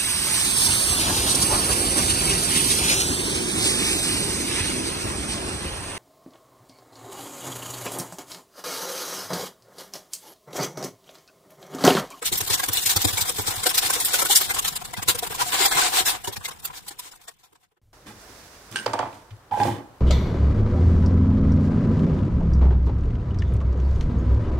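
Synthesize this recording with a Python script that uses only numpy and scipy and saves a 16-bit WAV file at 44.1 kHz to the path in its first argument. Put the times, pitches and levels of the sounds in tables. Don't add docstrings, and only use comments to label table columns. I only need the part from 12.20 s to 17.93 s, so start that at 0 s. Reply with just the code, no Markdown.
import sys
import numpy as np
from scipy import signal
from scipy.fft import rfft, irfft, next_fast_len
from scipy.io import wavfile
from scipy.ndimage import uniform_filter1d

SR = 44100
rng = np.random.default_rng(int(sys.argv[2]) if len(sys.argv) > 2 else 0)


def generate_wav(signal):
    frames = np.transpose(np.atleast_2d(signal))
    scaled = np.clip(frames, -1, 1) * 32767
    pcm = np.round(scaled).astype(np.int16)
    wavfile.write(sys.argv[1], SR, pcm)


def boost_factor(decibels):
    exponent = np.asarray(decibels, float) / 20
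    return 10 ** exponent


N = 252693
SPAN = 8192
LONG = next_fast_len(N + 256)

# peak in seconds, fizz level in dB, fall in ms, body in dB relative to fizz.
PATS = [(0.028, -33.5, 15, 3), (0.129, -20.5, 17, -11), (0.159, -22.5, 6.6, -12), (0.18, -19, 9.8, -18),
        (0.213, -21.5, 4.7, -5.5), (0.28, -24, 4.4, -17), (0.305, -20, 15, -6), (0.401, -21.5, 5.5, -2.5),
        (0.439, -21, 9.3, -1), (0.489, -22, 8.5, -7.5), (0.533, -24, 4.9, -7.5), (0.664, -16.5, 21, -12),
        (0.699, -15.5, 26.3, -12.5), (0.768, -14.5, 8.7, -5), (0.852, -15, 5.9, -4), (0.887, -21, 13, -4),
        (0.935, -24.5, 13, -8), (0.98, -22, 18, -1), (1.015, -17, 12, -13.5), (1.173, -31, 12, -21),
        (1.191, -25, 12, 2), (1.221, -27, 7.4, -36), (1.313, -31, 34, 4)]
# peak in seconds, fizz level in dB, fall in ms, body in dB relative to fizz.
PUSHES = [(1.44, -22.5, 4.8, -5), (1.469, -15.5, 11, -4.5), (1.498, -21, 14, -16.5), (1.553, -21, 9.6, -12),
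          (1.584, -13.5, 10.4, -12.5), (1.63, -23, 44, -2), (1.706, -20.5, 4.7, 3.5),
          (1.736, -22.5, 39, -3.5), (1.807, -21.5, 11.4, -5.5), (1.856, -18.5, 14.5, -30.5),
          (1.887, -30, 110, -4), (1.942, -15.5, 20.6, -5.5), (1.995, -18, 15, -5.5),
          (2.024, -18.5, 8.3, 0.5), (2.057, -21.5, 5.3, -0.5), (2.162, -9.5, 18.6, -31),
          (2.215, -23.5, 9.3, 2), (2.348, -24, 7, -4), (2.37, -27.5, 20, 2.5), (2.394, -17.5, 5.1, -16.5),
          (2.454, -21.5, 14, -5), (2.484, -20.5, 7.8, -6.5), (2.532, -33.5, 10, -0.5),
          (2.565, -23.5, 9.9, -7.5), (2.623, -35.5, 4.8, 5), (2.655, -31, 6.8, -2), (2.89, -13.5, 22, -7),
          (3.521, -21, 15, 1.5), (3.865, -17.5, 26, -7.5), (3.884, -19, 32, -5.5)]
# peak in seconds, fizz level in dB, fall in ms, body in dB relative to fizz.
TAPS = [(2.74, -30, 3.9, 1), (2.775, -34, 16, 4), (2.83, -28.5, 6.8, 4), (2.955, -27.5, 8.3, -2),
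        (2.993, -22.5, 5.4, -11), (3.033, -28, 20, 0), (3.073, -28, 6.3, 1), (3.126, -29.5, 5.4, 2.5),
        (3.152, -30, 9.6, -1), (4.048, -31.5, 13, 0), (4.079, -29, 15.5, -1.5), (4.133, -31, 11.5, -6),
        (4.169, -31.5, 7.4, 3.5), (4.215, -51.5, 12, 14), (4.288, -31.5, 8.6, 3), (4.315, -39, 11, 6.5),
        (4.455, -24.5, 7.4, -8.5), (4.477, -36.5, 7, -2), (4.508, -50.5, 8.7, 14.5),
        (4.686, -31.5, 8.4, -9), (4.713, -40, 15, -0.5), (4.797, -30.5, 7.2, -10), (4.921, -43.5, 11, -2.5),
        (4.961, -46, 3.8, -8), (5.085, -39, 11, 2.5), (5.197, -58.5, 23, -5.5), (5.24, -52.5, 22, 1),
        (5.333, -59, 4, 5.5), (5.36, -57, 5.7, 7), (5.436, -62, 15.6, 5), (5.575, -75.5, 7.2, 12.5)]
# peak in seconds, fizz level in dB, fall in ms, body in dB relative to fizz, rise in ms.
STROKES = [(0.066, -20.5, 21, -13.5, 15), (0.342, -16.5, 13, -9, 15), (0.575, -21, 21, -12, 30),
           (0.633, -24.5, 12.5, -31, 23), (0.824, -23, 10.4, -10, 25), (1.094, -21.5, 10, -6, 17),
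           (1.283, -21.5, 13.4, -4.5, 17), (1.668, -22, 9.8, -11.5, 22), (2.12, -13.5, 17.5, -11, 19.6),
           (2.245, -25.5, 17, -22.5, 92), (2.311, -23, 10, 0.5, 18.6), (3.22, -22, 14, 1, 26),
           (3.29, -27.5, 7.2, -9.5, 29), (3.343, -21, 22, 1.5, 20), (3.43, -17.5, 43, -2.5, 49),
           (3.462, -14, 5.6, -6.5, 12), (3.592, -23.5, 11, 3.5, 50), (3.663, -20.5, 23.5, -1, 270),
           (3.746, -24.5, 13, 2.5, 19), (3.787, -16.5, 27, -4.5, 39), (3.955, -34, 15.4, 4.5, 49),
           (4.258, -30, 10, -4, 15.5), (4.579, -36.5, 13.5, -6.5, 34), (4.872, -41.5, 19, -4.5, 59)]


def presses():
    full_fall_ms, rise_follows = 10.7, 0.076
    rows = []
    for gesture, rise_ms in ((PATS, 7.1), (PUSHES, 9.2), (TAPS, 7.4)):
        for row in gesture:
            shortening = min(row[2] / full_fall_ms, 1) ** rise_follows
            rows.append((*row, rise_ms * shortening))
    rows.extend(STROKES)
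    return np.transpose(rows)[:, :, None, None]


# frequency in Hz, density in dB per Hz.
FIZZ = [(1290, -13), (2200, -5.5), (2450, -8), (3630, 0), (4830, -3), (5500, -1.5), (6220, -4.5),
        (7570, -0.5), (12300, -4), (13900, -2), (15600, -5)]
# frequency in Hz, density in dB per Hz.
BODY = [(350, -38.5), (600, -16.5), (728, 4), (901, -2), (992, 2.5), (1200, -3.5), (1650, -3.5), (1890, -6),
        (2120, -5.5), (2800, -6.5), (3640, -8.5), (6160, -120)]
# peak in seconds, level in dB, frequency in Hz.
RINGS = [(0.85, -30.5, 785), (1.284, -31, 825), (1.467, -27, 742), (2.105, -28, 814), (2.393, -29, 1130),
         (2.892, -29, 1380), (3.033, -31, 721), (3.216, -33, 699), (3.222, -23.5, 985), (3.466, -23.5, 785),
         (3.79, -26, 740), (3.519, -31.5, 721), (3.59, -22.5, 1090), (3.663, -29, 710),
         (0.345, -34.5, 1033), (4.079, -36.5, 950), (4.291, -47, 900), (4.506, -41, 990),
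         (0.403, -38, 1094), (4.798, -48, 990), (4.872, -50, 1030), (5.088, -49.5, 715)]


def creases():
    s, fizz_db, fall, body_db, rise = presses()
    shape = (len(s), 2, SPAN)
    bright_db = -2.5 * np.log2((rise + fall) / 6.8) - 0.22 * body_db
    top = np.clip(np.log2(np.fft.rfftfreq(SPAN, 1 / SR) / 7000 + 1e-9), 0, 1)
    few = np.minimum(1, 17 / (rise + fall))
    tone_db = bright_db * top + few * facets(len(s), 2500, 15000, count=24, width=0.0027, boost_db=17.0)
    shade_db = facets(len(s), 2500, 15000, count=3, width=0.13, boost_db=3.5)
    fizz = coloured(snaps(shape, 1.6, grain=16), FIZZ, tone_db - shade_db)
    body_tone_db = few * facets(len(s), 650, 2500, count=6, width=0.028, boost_db=12.5)
    body = coloured(snaps(shape, 3.2, grain=40), BODY, body_tone_db)
    body = body + boost_factor(-13.0) * coloured(rng.standard_normal(shape), FOAM)
    swell = hump(0.81 * rise, 0.89 * fall, edge=1.98, tail=1.7)
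    crisp = hump(0.79 * rise, 0.86 * fall, edge=2.1, tail=1.96)
    bright = crisp * boost_factor(fizz_db - 1.14) * fizz
    full = swell * boost_factor(fizz_db + body_db - 4.5) * body
    swarms = np.pad(placed(s.ravel(), bright + full), ((0, 0), (0, 256)))
    lead_ms = 0.5 * rng.standard_normal(len(RINGS))
    return patchy(swarms, 0.17, 0.24) + swings(RINGS, 6.1, 4.0, lead_ms, gain_db=7.0)


# start in seconds, peak level in dB, centre frequency in Hz.
POPS = [(0.026, -21, 7770), (0.052, -21, 7450), (0.055, -12.5, 8050), (0.1238, -13, 3940),
        (0.3, -16.5, 7540), (0.33, -14.5, 8500), (0.4364, -13, 7700), (0.4838, -15.5, 10600),
        (0.531, -5, 13800), (0.5706, -6.5, 3800), (0.6585, -11, 7450), (0.6935, -14, 7570),
        (0.761, -9, 14000), (0.8165, -10, 14000), (0.8477, -12, 4500), (0.97, -12, 3620),
        (1.0103, -11.5, 13600), (1.0914, -9, 9100), (1.0922, -15.5, 9100), (1.2703, -12.5, 5130),
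        (1.4335, -12, 7550), (1.466, -15, 4370), (1.549, -16.5, 14300), (1.5783, -9.5, 7400),
        (1.701, -8.5, 9600), (1.734, -9.5, 8100), (1.8004, -9.5, 8000), (1.847, -7.5, 8700),
        (1.936, -12, 5110), (2.0547, -12.5, 8450), (2.1073, -6.5, 4190), (2.1557, -1.5, 5540),
        (2.2106, -8.5, 13500), (2.345, -14, 7940), (2.392, -14.5, 8170), (2.4483, -14, 3260),
        (2.4792, -11.5, 6740), (2.5616, -17.5, 4100), (2.7357, -25, 3440), (2.773, -24, 3670),
        (2.826, -17.5, 8940), (2.885, -13, 13700), (2.8842, -6.5, 7810), (2.9896, -20, 3630),
        (3.029, -20, 3560), (3.32, -12.5, 3370), (3.455, -6.5, 3080), (3.7338, -17.5, 3690),
        (3.856, -16.5, 7530), (4.0721, -19, 3640), (4.127, -30, 3560), (4.167, -24.5, 4530),
        (4.2468, -20, 4050), (4.2545, -20.5, 5630), (4.2534, -17, 3940), (4.4385, -25, 14300),
        (4.4512, -18, 13400), (4.6823, -21.5, 9000), (4.7955, -31.5, 8800), (5.08, -24.5, 7260)]
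# start in seconds, peak level in dB, frequency in Hz.
PANELS = [(0.0238, -28, 1270), (0.1266, -21.5, 1990), (0.2998, -25, 1820), (0.3965, -28, 1660),
          (0.4359, -28, 1310), (0.4888, -28, 1500), (0.5746, -19, 2910), (0.662, -18, 2710),
          (0.6923, -18, 1820), (0.7642, -16.5, 2120), (0.8495, -35, 2120), (0.9762, -19, 2274),
          (1.4366, -27, 2150), (1.462, -16.5, 1536), (1.6262, -34, 2600), (1.7028, -20.5, 1557),
          (1.8846, -27, 1470), (1.937, -16, 1476), (2.0177, -19, 1340), (2.0552, -21, 1460),
          (2.107, -15, 3050), (2.214, -31, 1260), (2.3017, -13.5, 2070), (2.7377, -26, 2030),
          (2.8838, -18, 1330), (3.0295, -27, 1400), (3.1264, -27, 1610), (3.1906, -20.5, 1260),
          (3.213, -16, 1190), (3.3228, -27, 1498), (3.3982, -22, 2090), (3.5165, -18, 1694),
          (3.5852, -14, 1662), (3.6174, -14, 1530), (3.728, -27, 1720), (3.7748, -20, 1540),
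          (3.8615, -21, 1650), (3.8746, -17, 1623), (4.0422, -27.5, 2920), (4.2505, -20.5, 2100)]


def pops():
    s, db, centre_hz = np.transpose(POPS)[:, :, None, None]
    size = SPAN // 8
    hz = np.fft.rfftfreq(size, 1 / SR)
    tint_db = 15.0 * np.exp(-(np.log((hz + 1) / centre_hz) / 0.24) ** 2)
    crack = coloured(snaps((len(s), 2, size), 2.8, grain=12), FIZZ, tint_db)
    swell = hump(2.5, 3.6, edge=4.2, tail=0.56)[..., (SPAN - size) // 2:][..., :size]
    cracks = placed(s.ravel() + 0.0035, boost_factor(db - 12) * swell * crack)
    rings = np.add(PANELS, [0.00498, 0, 0])
    return cracks + swings(rings, 0.76, 4.5, rng.standard_normal(len(rings)), gain_db=-3.5)


# peak in seconds, fizz level in dB, body in dB relative to fizz.
FLICKERS = [(0.389, -31, -22), (0.72, -29, 2), (0.876, -21, -18), (0.91, -25.5, -10), (0.957, -35, -3),
            (1.06, -27, -3), (1.162, -32.5, -9), (1.241, -44, 7), (1.31, -23.5, -14), (1.367, -28, -5),
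            (1.394, -32, -2), (1.514, -37.5, 12.5), (1.828, -27.5, -20), (1.885, -22.5, -11),
            (1.911, -34, 2), (2.07, -23, -18), (2.429, -28, -13), (2.509, -33, -7), (2.612, -46, -2),
            (2.671, -50, -7), (2.692, -48, 4), (2.795, -41.5, 11), (2.98, -38, 3), (3.11, -30.5, -1),
            (3.816, -36.5, 7), (4.118, -56, 16), (4.391, -58, 4), (4.435, -40.5, -4), (4.487, -48.5, 6),
            (4.54, -46, 9), (4.629, -48.5, -13), (4.67, -43.5, -13), (4.94, -62, -4), (5.02, -49, -6),
            (5.041, -49.5, -7), (5.114, -53, 0), (5.415, -63.5, -4), (5.52, -72, 5.5)]
# peak in seconds, level in dB, frequency in Hz.
HOLLOW = [
    (3.28, -37, 720),
    (3.41, -32.5, 799),
    (3.435, -35.5, 780),
    (3.43, -29.5, 2100),
    (3.545, -32.5, 2100),
    (3.565, -34, 730),
    (3.645, -34.5, 731),
    (3.735, -34.5, 750),
    (3.815, -40, 760),
    (3.92, -36.5, 1002),
]


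def flickers():
    s, fizz_db, body_db = np.transpose(FLICKERS)[:, :, None, None]
    size = SPAN // 4
    fizz, body = (coloured(snaps((len(s), 2, size), 0.75, grain=16), shape) for shape in (FIZZ, BODY))
    swell = hump(4.8, 7.0, edge=1.5, tail=1.4)[..., (SPAN - size) // 2:][..., :size]
    crinkles = placed(s.ravel(), swell * boost_factor(fizz_db - 3.0) * (fizz + boost_factor(body_db) * body))
    return crinkles + swings(HOLLOW, 16.0, 11.0, rng.standard_normal(len(HOLLOW)), gain_db=4.5)


# time in seconds, fizz level in dB.
RUSTLE = [(0.0, -61.5), (0.2, -33), (0.73, -36.5), (0.95, -32.5), (1.14, -37), (1.5, -31.5), (2.12, -33.5),
          (2.6, -45.5), (2.86, -47), (3.2, -39), (3.601, -30), (4.02, -51.5), (4.39, -53), (4.76, -56.5),
          (5.022, -61.5), (5.15, -72), (5.42, -76.5), (5.6, -99)]
LIFTS = [0.19, 0.252, 0.472, 0.504, 0.92, 1.132, 1.33, 1.428, 1.526, 2.046, 2.337, 2.554, 2.726, 2.766,
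         3.022, 3.094, 4.093, 4.145, 4.42, 4.525, 4.762, 4.991]
# frequency in Hz, density in dB per Hz.
RUMBLE = [(12, -23), (20, -1.5), (48, -4.5), (103, -5), (161, -6), (230, -11), (300, -32), (510, -120)]


def rustle():
    t = np.arange(N) / SR
    s, effort_db = np.transpose(RUSTLE)
    fizz_db = np.interp(t, s, effort_db)
    body_db = 0.85 * fizz_db - 12.5 + 3 * np.clip(t - 2.3 + .5, 0, 1)
    fade_s, fade_long_s, fade_power = 3.86, 2.17, 2.77
    rumble_db = -47.5 + fade_power * 20 * np.log10(np.clip(1 - (t - fade_s) / fade_long_s, 1e-3, 1))

    def level(db):
        return boost_factor(db) * (t < s[-1])

    dull_db = -3 * np.log2(np.clip(np.fft.rfftfreq(LONG, 1 / SR) / 7000, 1, 2))
    fizz = coloured(snaps((2, LONG), 1.3, grain=20), FIZZ, dull_db)
    body = coloured(snaps((2, LONG), 1.1, grain=60), BODY)
    foam, rumble = (patchy(coloured(rng.standard_normal((2, LONG)), shape), 1.8, 1.526)
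                    for shape in (FOAM, RUMBLE))
    sheet = level(fizz_db) * patchy(fizz, 2.8, 2.8) + level(body_db) * patchy(body, 3.6, 0.81)
    lift_s = 0.0093
    lifted = np.exp(-((t[::64, None] - LIFTS) / lift_s) ** 2).sum(axis=1).repeat(64)[:N]
    below = level(body_db - 7.0) * foam + level(rumble_db) * np.clip(t / 0.095, 0, 1) * rumble
    return sheet * boost_factor(-5 * lifted) + below


# frequency in Hz, density in dB per Hz.
FOAM = [(120, -36.5), (200, -22), (295, 0), (409, -1), (478, 2.5), (598, -6), (640, -20.5), (830, -40.5),
        (1410, -120)]
# peak in seconds, level in dB, frequency in Hz.
KNOCKS = [(0.027, -38, 482), (0.125, -34, 368.3), (0.21, -42, 427), (0.306, -39, 417), (0.49, -38.5, 293.6),
          (0.767, -37.5, 368.6), (0.852, -27.5, 292.2), (1.102, -41, 497), (1.195, -35.5, 416),
          (1.284, -41.5, 451), (1.467, -30, 489), (1.766, -37.5, 483.7), (1.947, -38, 543),
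          (2.027, -33, 540), (2.106, -38.5, 390), (2.218, -44, 384), (2.058, -41.5, 339), (2.889, -36, 360),
          (2.954, -40, 481), (3.032, -36.5, 455), (3.109, -41, 459), (3.411, -33.5, 378),
          (3.59, -40.5, 462), (3.811, -38, 360.6), (4.083, -34, 394), (4.715, -56, 306), (5.087, -60, 470),
          (5.33, -62, 423), (5.524, -75.5, 449), (5.576, -74, 358)]
# peak in seconds, level in dB, frequency in Hz.
NUDGES = [
    (2.53, -44, 158.4),
    (2.79, -40, 190.7),
    (3.109, -42.5, 149),
    (3.234, -40, 126),
    (3.567, -35.5, 143),
    (4.09, -41.5, 168),
]


def block():
    s, db, _ = np.transpose(KNOCKS)
    puff = coloured(rng.standard_normal((len(s), 2, SPAN)), FOAM) * hump(5.9, 9.5)
    puffs = placed(s, puff * boost_factor(db - 0.2)[:, None, None])
    knocks = swings(KNOCKS, 6.6, 5.1, 0.53 * rng.standard_normal(len(s)), gain_db=6.0)
    rocking = swings(NUDGES, 12.0, 6.2, rng.standard_normal(len(NUDGES)), gain_db=1.0)
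    return puffs + knocks + rocking


# peak in seconds, level in dB, lead of the left port in ms.
THUMPS = [(0.131, -29, -4.5), (0.223, -32, 1.5), (0.315, -27.5, -3), (0.41, -39, 5), (0.502, -30.5, -2),
          (0.584, -39, -3.5), (0.674, -37, 9), (0.773, -24.5, 1), (0.863, -20, 2.5), (0.943, -28, 2.5),
          (1.027, -30, 3), (1.201, -27.5, -1.5), (1.293, -32, -1.5), (1.384, -34, 1.5), (1.656, -41, 1.5),
          (2.281, -41, -3), (2.36, -42, 3), (2.789, -30, 6.5), (2.891, -27.5, -4), (2.96, -36, -2.5),
          (3.107, -40, -1.5), (4.088, -32, 3), (4.184, -35, 6)]


def bench():
    s, db, lead_ms = np.transpose(THUMPS)
    hz = 99.2 * (1 + 0.019 * rng.standard_normal(len(s)))
    main = swings(np.transpose([s, db, hz]), 9.5, 7.0, lead_ms, gain_db=1.0)
    overtone = swings(np.transpose([s, db, 1.9 * hz]), 7.2, 0.94, lead_ms, gain_db=-6.5)
    return main + overtone


# frequency in Hz, density in dB per Hz.
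HUM = [(20, -9), (28, -5), (48, -24), (62, -13.5), (105, -6), (150, -29), (740, -41), (1700, -48),
       (15700, -52)]


def room():
    start = round(5.616 * SR)
    hum = coloured(rng.standard_normal(N - start), HUM)
    return np.pad(boost_factor(-60.0) * hum, (start, 0))


def swings(rows, rise_ms, fall_ms, lead_ms, gain_db):
    s, db, hz = np.transpose(rows)[:3, :, None, None]
    delay = np.reshape(lead_ms, (-1, 1, 1)) / 2000 * np.array([[1], [-1]])
    t = np.arange(SPAN) / SR + delay
    swing = np.sin(2 * np.pi * (hz * t + rng.random(s.shape)))
    return placed(s.ravel(), swing * hump(rise_ms, fall_ms) * boost_factor(db + gain_db))


def snaps(shape, spread_db, grain):
    shared = rng.standard_normal(shape).sum(axis=-2, keepdims=True)
    size = uniform_filter1d(shared, grain, axis=-1)
    return rng.standard_normal(shape) * boost_factor(spread_db * unit(size))


def facets(events, lo_hz, hi_hz, count, width, boost_db):
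    hz = np.fft.rfftfreq(SPAN, 1 / SR)
    centre = lo_hz * (hi_hz / lo_hz) ** rng.random((events, count, 1))
    distance = np.abs(np.log(hz + 1) - np.log(centre)).min(axis=1)
    return boost_db * np.exp(-(distance / width) ** 2)[:, None]


def patchy(x, depth_db, beat_db):
    z = signal.stft(x, nperseg=256)[2]
    field = uniform_filter1d(rng.standard_normal(z.shape[1:]), 5, axis=0)
    field = uniform_filter1d(field, 6, axis=1)
    flurry = unit(uniform_filter1d(rng.standard_normal(z.shape[2]), 3))
    gain = boost_factor(depth_db * field / field.std() + beat_db * flurry)
    return signal.istft(z * gain, nperseg=256)[1][:, :N]


def hump(rise_ms, fall_ms, edge=5.5, tail=1.02):
    ms = np.arange(SPAN // 2) / SR * 1000
    rise = (ms[::-1] / np.reshape(rise_ms, (-1, 1))) ** edge
    fall = (ms / np.reshape(fall_ms, (-1, 1))) ** tail
    rise, fall = np.broadcast_arrays(rise, fall)
    return np.exp(-np.concatenate([rise, fall], axis=1) / 2)[:, None]


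def placed(times, bursts):
    out = np.zeros((2, N + 2 * SPAN))
    for s, burst in zip(times, bursts):
        start = round(s * SR) + SPAN - burst.shape[-1] // 2
        out[:, start:][:, :burst.shape[-1]] += burst
    return out[:, SPAN:][:, :N]


def coloured(x, spectrum, extra_db=0):
    hz = np.fft.rfftfreq(x.shape[-1], 1 / SR)
    inside = (hz > spectrum[0][0]) & (hz < spectrum[-1][0])
    gain = inside * boost_factor(along(spectrum, hz) + extra_db)
    return unit(irfft(rfft(x) * gain, x.shape[-1]))


def along(points, hz):
    f, v = np.transpose(points)
    return np.interp(np.log(hz + 1), np.log(f + 1), v)


def unit(x):
    return x / np.sqrt(np.mean(x ** 2, axis=-1, keepdims=True) + 1e-20)


# frequency in Hz, left minus right in dB.
PORTS = [(300, 0.3), (2400, 1), (5000, 2), (9000, 5.5), (13500, -5.5)]


def scene():
    hz = np.fft.rfftfreq(LONG, 1 / SR)
    ports = boost_factor(np.outer([.5, -.5], along(PORTS, hz)))
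    sheet = creases() + pops() + flickers() + rustle()
    below = block() + bench() + room()
    return irfft(rfft(sheet, LONG) * ports, LONG)[:, :N] + below


# centre in Hz, half width in Hz, share of time as a fraction.
GAPS = [(2650, 700, .09), (5500, 1300, .09), (11500, 1400, .11)]


def starved(x):
    hz, t, z = signal.stft(x, SR, nperseg=1024, noverlap=768)
    share = sum(part * (np.abs(hz - centre_hz) < width_hz) for centre_hz, width_hz, part in GAPS)
    hungry = 4.5 * uniform_filter1d(rng.random(z.shape[2]) < .2, 9, output=float)
    cells = rng.random((len(hz) // 8 + 1, z.shape[2] // 5 + 1))
    cells = cells.repeat(8, axis=0).repeat(5, axis=1)[:len(hz), :z.shape[2]]
    kept = cells > share[:, None] * hungry * (t < RUSTLE[-1][0])
    limited = z * kept * (hz < 15750)[:, None]
    return signal.istft(limited, SR, nperseg=1024, noverlap=768)[1][:, :N]


def top_cut(x):
    return signal.sosfilt(signal.butter(12, 15720, fs=SR, output="sos"), x)


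def record(dry):
    mix = np.clip(starved(dry), -1, 1)
    return top_cut(mix)


dry = scene()
out = record(dry)
generate_wav(out)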